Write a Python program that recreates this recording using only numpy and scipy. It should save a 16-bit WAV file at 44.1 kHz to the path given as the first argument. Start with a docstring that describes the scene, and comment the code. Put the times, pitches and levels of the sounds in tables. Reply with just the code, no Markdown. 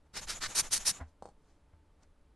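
"""A rubber hand blower puffs six times at a watch dial, close up on a work surface.
Each squeeze drives a jet of air onto the dial, the harder ones with a sharp nozzle hiss;
after each the bulb flops back and refills through its whistling valve. Then the hand bumps
the bench, the blower is set down with a bounce, and the watch case is slid and picked up.
A quiet room hums underneath."""
import sys
import numpy as np
from scipy import signal
from scipy.fft import rfft, irfft
from scipy.io import wavfile

SR = 44100
rng = np.random.default_rng(int(sys.argv[2]) if len(sys.argv) > 2 else 0)


def pcm_store(signal):
    """Save signal as 16-bit PCM."""
    levels = np.round(np.clip(np.atleast_2d(signal), -1, 1) * 32767)
    wavfile.write(sys.argv[1], SR, levels.astype(np.int16).T)


N = 103635
T = np.arange(N) / SR

# Squeezes of the bulb, levels before the surge: start_s, attack_s, hardest_s, end_s, surge_db, rush_db,
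# rush_tilt_db_per_octave, hollow_db, hiss_db, whistle_hz, whistle_width_hz, whistle_db, stereo_width
SQUEEZES = [(0.132, 0.036, 0.174, 0.21, 9, -45.5, -1, -59, -56.5, 5284, 171, -56, 1.55),
            (0.265, 0.031, 0.304, 0.35, 8.5, -44.5, -0.2, -53, -50.5, 5250, 500, -53, 0.14),
            (0.403, 0.023, 0.436, 0.4783, 5, -39, -0.1, -45, -60, 4450, 500, -52, 1.1),
            (0.542, 0.022, 0.593, 0.62, 6, -36.5, -0.28, -57.5, -32, 8900, 750, -42.5, 0.97),
            (0.703, .026, 0.737, 0.7898, 9.5, -39.5, 1, -66, -36, 9000, 600, -44.5, .95),
            (0.845, 0.025, 0.879, 0.92, 5, -39.5, -0.5, -52, -31.5, 5300, 900, -42.5, 0.96)]
# In-breaths of the bulb: start_s, end_s, level_db, tilt_db_per_octave, whistle_relative_db, whistle_hz
BREATHS = [(0.206, 0.261, -45, .3, -4.5, 6450), (0.337, 0.399, -46.5, -.3, -1, 6750),
           (0.475, 0.554, -46, 0, -7.5, 6400), (0.618, 0.696, -46, 0, -7.5, 6350),
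           (0.783, 0.854, -45.5, 1, -7, 6500), (0.908, 1.002, -52.5, 0, -2, 6620)]
# Dull colour of slides and valve snaps: frequency_hz, level_db
DULL_SPECTRUM = [(100, 1), (280, 4.5), (450, -12), (750, 3), (1100, -2.5), (2000, -8), (3000, -20.5),
                 (8000, -46)]
# Bright colour of scratches and ticks: frequency_hz, level_db
BRIGHT_SPECTRUM = [(1000, -20), (3000, 5.5), (4400, 7), (6500, 9), (9000, 4), (11000, -8)]


def from_db(db):
    """Decibels to gain."""
    return 10 ** (np.asarray(db) / 20)


def at_hz(points):
    """A curve read at every frequency bin, on a log axis."""
    hz, value = np.transpose(points)
    return np.interp(np.log(np.arange(N // 2 + 1) * SR / N + 1), np.log(hz), value)


def noise(spectrum, width=1, tilt_db=0):
    """Coloured stereo noise of rms 1, centred in the bass, diffuse on top; tilt_db is per octave."""
    # How alike left and right sound: frequency_hz, likeness
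    stereo_likeness = [(3700, 1.0), (4300, 1), (5000, 0.49), (6300, .42), (8500, 0.4), (9400, 0.09),
                       (10100, 0.62), (11200, .45)]
    alike = np.clip(at_hz(stereo_likeness), -1, 1)
    mid, side = rfft(rng.standard_normal((2, N)))
    stereo = np.sqrt(1 + alike) * mid + width * np.sqrt(1 - alike) * side * [[1], [-1]]
    colour = from_db(at_hz([(hz, db + tilt_db * np.log2(hz)) for hz, db in spectrum]))
    x = irfft(colour * stereo, N)
    return x / x.std()


def lowpass(x, hz):
    """Second-order low-pass."""
    return signal.sosfilt(signal.butter(2, hz, fs=SR, output="sos"), x + 1e-18)


def drift(hz):
    """Random wavering of spread 1."""
    x = lowpass(rng.standard_normal(N), hz)
    return x / x.std()


def whistle(pitch_hz, width_hz):
    """A breathy tone: a band of noise around a pitch."""
    phase = 2 * np.pi * np.cumsum(pitch_hz * np.ones(N)) / SR
    return drift(width_hz / 2) * np.cos(phase) + drift(width_hz / 2) * np.sin(phase)


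def gate(start_s, end_s, attack_s, release_s):
    """Smooth rise, hold and fall."""
    rise = np.sin(np.pi / 2 * np.clip((T - start_s) / attack_s, 0, 1))
    fall = np.sin(np.pi / 2 * np.clip((end_s - T) / release_s, 0, 1))
    return rise * fall


def swell(peak_s, half_s):
    """A bell-shaped envelope of height 1."""
    return np.exp(-((T - peak_s) / half_s) ** 2)


def clicks(rows):
    """One impulse for each (time_s, level_db)."""
    out = np.zeros(N)
    for s, db in rows:
        out[int(s * SR)] += from_db(db)
    return out


def dying(x, t60_s):
    """An exponential decay after each impulse."""
    return signal.lfilter([1], [1, -np.exp(-np.log(1000) / (t60_s * SR))], x + 1e-18)


def ring(x, hz, t60_s):
    """A mode that rings with height 1 after a unit click."""
    radius, angle = from_db(-60 / (t60_s * SR)), 2 * np.pi * hz / SR
    return signal.lfilter([0, np.sin(angle)], [1, -2 * radius * np.cos(angle), radius ** 2], x + 1e-18)


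def struck(hits, modes):
    """A body that rings in all its modes after each click."""
    return sum(from_db(db) * ring(hits, hz, t60_s) for hz, db, t60_s in modes)


def room():
    """Room tone: low rumble, faint hiss and a wavering hum."""
    # Rumble and hiss: frequency_hz, level_db
    room_spectrum = [(20, -1.5), (45, -3), (69, -5.5), (108, -20.5), (140, -14), (250, -18.5), (434, -23),
                     (700, -26.5), (1100, -27.5), (1750, -34), (3000, -38.5), (6150, -43.5), (10000, -44),
                     (12000, -50.5)]
    # Faint tones of the room: pitch_hz, level_db
    hum_tones = [(77, -73), (297, -83), (440, -85.5), (578, -85), (885, -87)]
    bed = from_db(-65) * noise(room_spectrum, width=.3)
    return bed + sum(from_db(db) * whistle(hz, width_hz=21) for hz, db in hum_tones)


def buffet():
    """Stirred air rumbles on the microphone; each squeeze adds a gust in step with its rush."""
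    # Wind rumble: frequency_hz, level_db
    rumble_spectrum = [(15, 2.5), (40, -3.5), (80, -15), (160, -17.5), (400, -35.5)]
    stirred = from_db(-52) * gate(SQUEEZES[0][0], BREATHS[-1][1], attack_s=.012, release_s=.1)
    gusts = sum(from_db(rush_db - 13.5) * swell(hardest_s, half_s=.03)
                for _, _, hardest_s, _, _, rush_db, *_ in SQUEEZES)
    return np.hypot(stirred, gusts) * noise(rumble_spectrum)


def rubs():
    """Hand and watch case slide over the surface: a dull swish with a grainy scratch."""
    # Brief slides: peak_s, half_length_s, swish_db, scratch_db
    slides = [(0.066, 0.017, -73, -85), (1.012, 0.02, -48, -68.5), (1.497, 0.062, -73.5, -78.5),
              (1.737, 0.011, -70, -96), (2.03, 0.032, -70, -82), (2.034, 0.0035, -81, -69),
              (1.09, .02, -78, -77)]
    swish, scratch = 0, 0
    for peak_s, half_s, swish_db, scratch_db in slides:
        stroke = np.exp(-abs(T - peak_s) / half_s)
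        swish += stroke * from_db(swish_db)
        scratch += stroke * from_db(scratch_db)
    return swish * noise(DULL_SPECTRUM) + scratch * noise(BRIGHT_SPECTRUM) * from_db(1.6 * drift(hz=500))


def bench_bumps():
    """The hand sets the bench top booming, with a short woody knock above."""
    # Bumps of the hand: time_s, boom_db, knock_db
    bumps = [(1.004, -61, -52), (1.012, -34, -44.5), (1.735, -50, -71)]
    # Low boom of the bench top: pitch_hz, level_db, t60_s
    boom_modes = [(77.5, -1, 0.2), (139, -12.5, 0.064)]
    # Woody knock: pitch_hz, level_db, t60_s
    wood_modes = [(261.6, -6, 0.14), (685, -3, 0.082), (792, -8.5, 0.054), (1038, 0, 0.056),
                  (1640, -11, 0.054), (2020, -10, .06)]
    pushes = clicks([(s, boom_db) for s, boom_db, _ in bumps])
    raps = clicks([(s, knock_db) for s, _, knock_db in bumps])
    return lowpass(struck(-pushes, boom_modes), hz=198) + struck(raps, wood_modes)


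def blower_landing():
    """Rubber lands on the surface: dull knocks with short tails, and dry ticks from jolted metal."""
    # The landing and its bounces: time_s, knock_db, tick_db
    bounces = [(1.2234, -30.5, -61), (1.241, -52, -68), (1.2552, -33, -60), (1.274, -44, -75),
               (1.2877, -44, -66.5), (1.3, -52.5, -77)]
    # Body of the knock: pitch_hz, level_db, t60_s
    knock_modes = [(231, -15, 0.047), (543, -10, 0.03), (700, -5, 0.0094), (763, -9, 0.022),
                   (960, -15.5, 0.02)]
    # Noisy tail of the knock: frequency_hz, level_db
    tail_spectrum = [(40, -14), (110, 3), (300, -2), (550, 1.5), (900, -2), (1500, -18), (3000, -32),
                     (4300, -21), (5400, -24), (8800, -23), (10000, -38)]
    # Small metal parts: pitch_hz, level_db, t60_s
    metal_modes = [(4350, -5, .04), (7930, -9, .04), (8910, -6, .05)]
    soft_hz, low_cut_hz = 1400, 300
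    hits = clicks([(s, knock_db) for s, knock_db, _ in bounces])
    jolts = clicks([(s, tick_db) for s, _, tick_db in bounces])
    body = lowpass(lowpass(struck(hits, knock_modes), soft_hz), soft_hz)
    body = signal.sosfilt(signal.butter(1, low_cut_hz, "high", fs=SR, output="sos"), body)
    tail = from_db(-22) * dying(hits, t60_s=.12) * noise(tail_spectrum)
    ticks = dying(jolts, t60_s=.024) * noise(BRIGHT_SPECTRUM)
    return body + tail + ticks + struck(jolts, metal_modes)


def bulb():
    """The valve snaps shut at each squeeze, and the rubber flops back at each release."""
    # Soft thud of the rubber: frequency_hz, level_db
    flop_spectrum = [(40, -5), (170, -1), (260, -9.5), (600, -23)]
    closings = clicks([(start_s + .008, -51.5) for start_s, *_ in SQUEEZES])
    snaps = dying(closings, t60_s=.02) * noise(DULL_SPECTRUM)
    flops = sum(swell(start_s + .009, half_s=.01) for start_s, *_ in BREATHS)
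    return snaps + from_db(-50.5) * flops * noise(flop_spectrum)


def refill():
    """Air is drawn back through the valve, whose rough whistle rises as the bulb fills."""
    # Air sucked through the valve: frequency_hz, level_db
    intake_spectrum = [(100, -6.5), (500, 0.5), (1100, 2.5), (1600, -1), (2400, -1), (4000, -3),
                       (4800, -5.5), (6000, 2.5), (7700, -0.5), (9000, -5), (11000, -5.5), (12000, -16.5)]
    rise_hz_per_s, width_hz = 7100, 450
    flow, whistle_gain, pitch_hz = 0, 0, 0
    for start_s, end_s, level_db, tilt_db, whistle_db, whistle_hz in BREATHS:
        draw = from_db(level_db) * gate(start_s, end_s, attack_s=.032, release_s=.048)
        flow += draw * noise(intake_spectrum, width=.7, tilt_db=tilt_db)
        whistle_gain += draw * from_db(whistle_db)
        pitch_hz += (whistle_hz + rise_hz_per_s * (T - start_s)) * (T > start_s) * (T < end_s)
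    mid = whistle(pitch_hz, width_hz)
    side = .43 * whistle(pitch_hz, width_hz) * [[1], [-1]]
    return flow + whistle_gain * (mid + side)


def jet():
    """Each puff opens, surges and stops; hiss and edge whistle swell more steeply than the rush."""
    # Air rushing over the dial: frequency_hz, level_db
    rush_spectrum = [(100, -13.5), (350, -7), (700, -8), (1100, -4), (1700, -2.5), (2600, -3), (3300, -3.5),
                     (4200, 1), (5300, -1.5), (7000, -2.5), (8600, -5.5), (10000, -12.5), (12000, -16)]
    # Sharp hiss of the nozzle: frequency_hz, level_db
    hiss_spectrum = [(1200, -26), (3200, -16.5), (4200, -6.5), (5200, -4), (6100, 1.5), (7200, -7),
                     (8100, -4.5), (9050, 1), (10000, -7.5), (10800, -4.5), (11700, -9.5), (12600, -22)]
    seep_db, flutter_db = -65, 1.11
    air = 0
    for (start_s, attack_s, hardest_s, end_s, surge_db, rush_db, tilt_db, hollow_db,
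         hiss_db, whistle_hz, whistle_width_hz, whistle_db, stereo_width) in SQUEEZES:
        surge = from_db(surge_db * swell(hardest_s, half_s=.014))
        force = gate(start_s, end_s, attack_s, release_s=.016) ** 2 * surge
        rush = noise(rush_spectrum, stereo_width, tilt_db)
        hollow = from_db(hollow_db) * whistle(1599, width_hz=850)  # rings between dial and fingers
        hiss = from_db(hiss_db) * noise(hiss_spectrum, stereo_width)
        edge_tone = from_db(whistle_db) * whistle(whistle_hz, whistle_width_hz)
        air += from_db(seep_db) * swell(start_s + .007, half_s=.007) * rush  # seeps as the grip tightens
        air += force ** .72 * (from_db(rush_db) * rush + hollow)
        air += force * (hiss + edge_tone)
    return air * from_db(flutter_db * drift(hz=148.9))


def reflect(x):
    """Early echoes from the bench and the things on it."""
    # Nearby surfaces: delay_s, level_db
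    echoes = [(.0013, -33.5), (.0034, -26.5), (.0062, -20.5), (0.01, -16.5)]
    return x + sum(from_db(db) * np.roll(x, int(s * SR), axis=-1) for s, db in echoes)


def scene():
    """Blower and handling over the quiet room."""
    close_up = jet() + refill() + bulb() + blower_landing() + rubs()
    return reflect(close_up) + buffet() + bench_bumps() + room()


def record(dry):
    """A steep high cut at 11.9 kHz."""
    return signal.sosfilt(signal.ellip(10, .2, 70, 11900, fs=SR, output="sos"), dry)


dry = scene()
out = record(dry)
pcm_store(out)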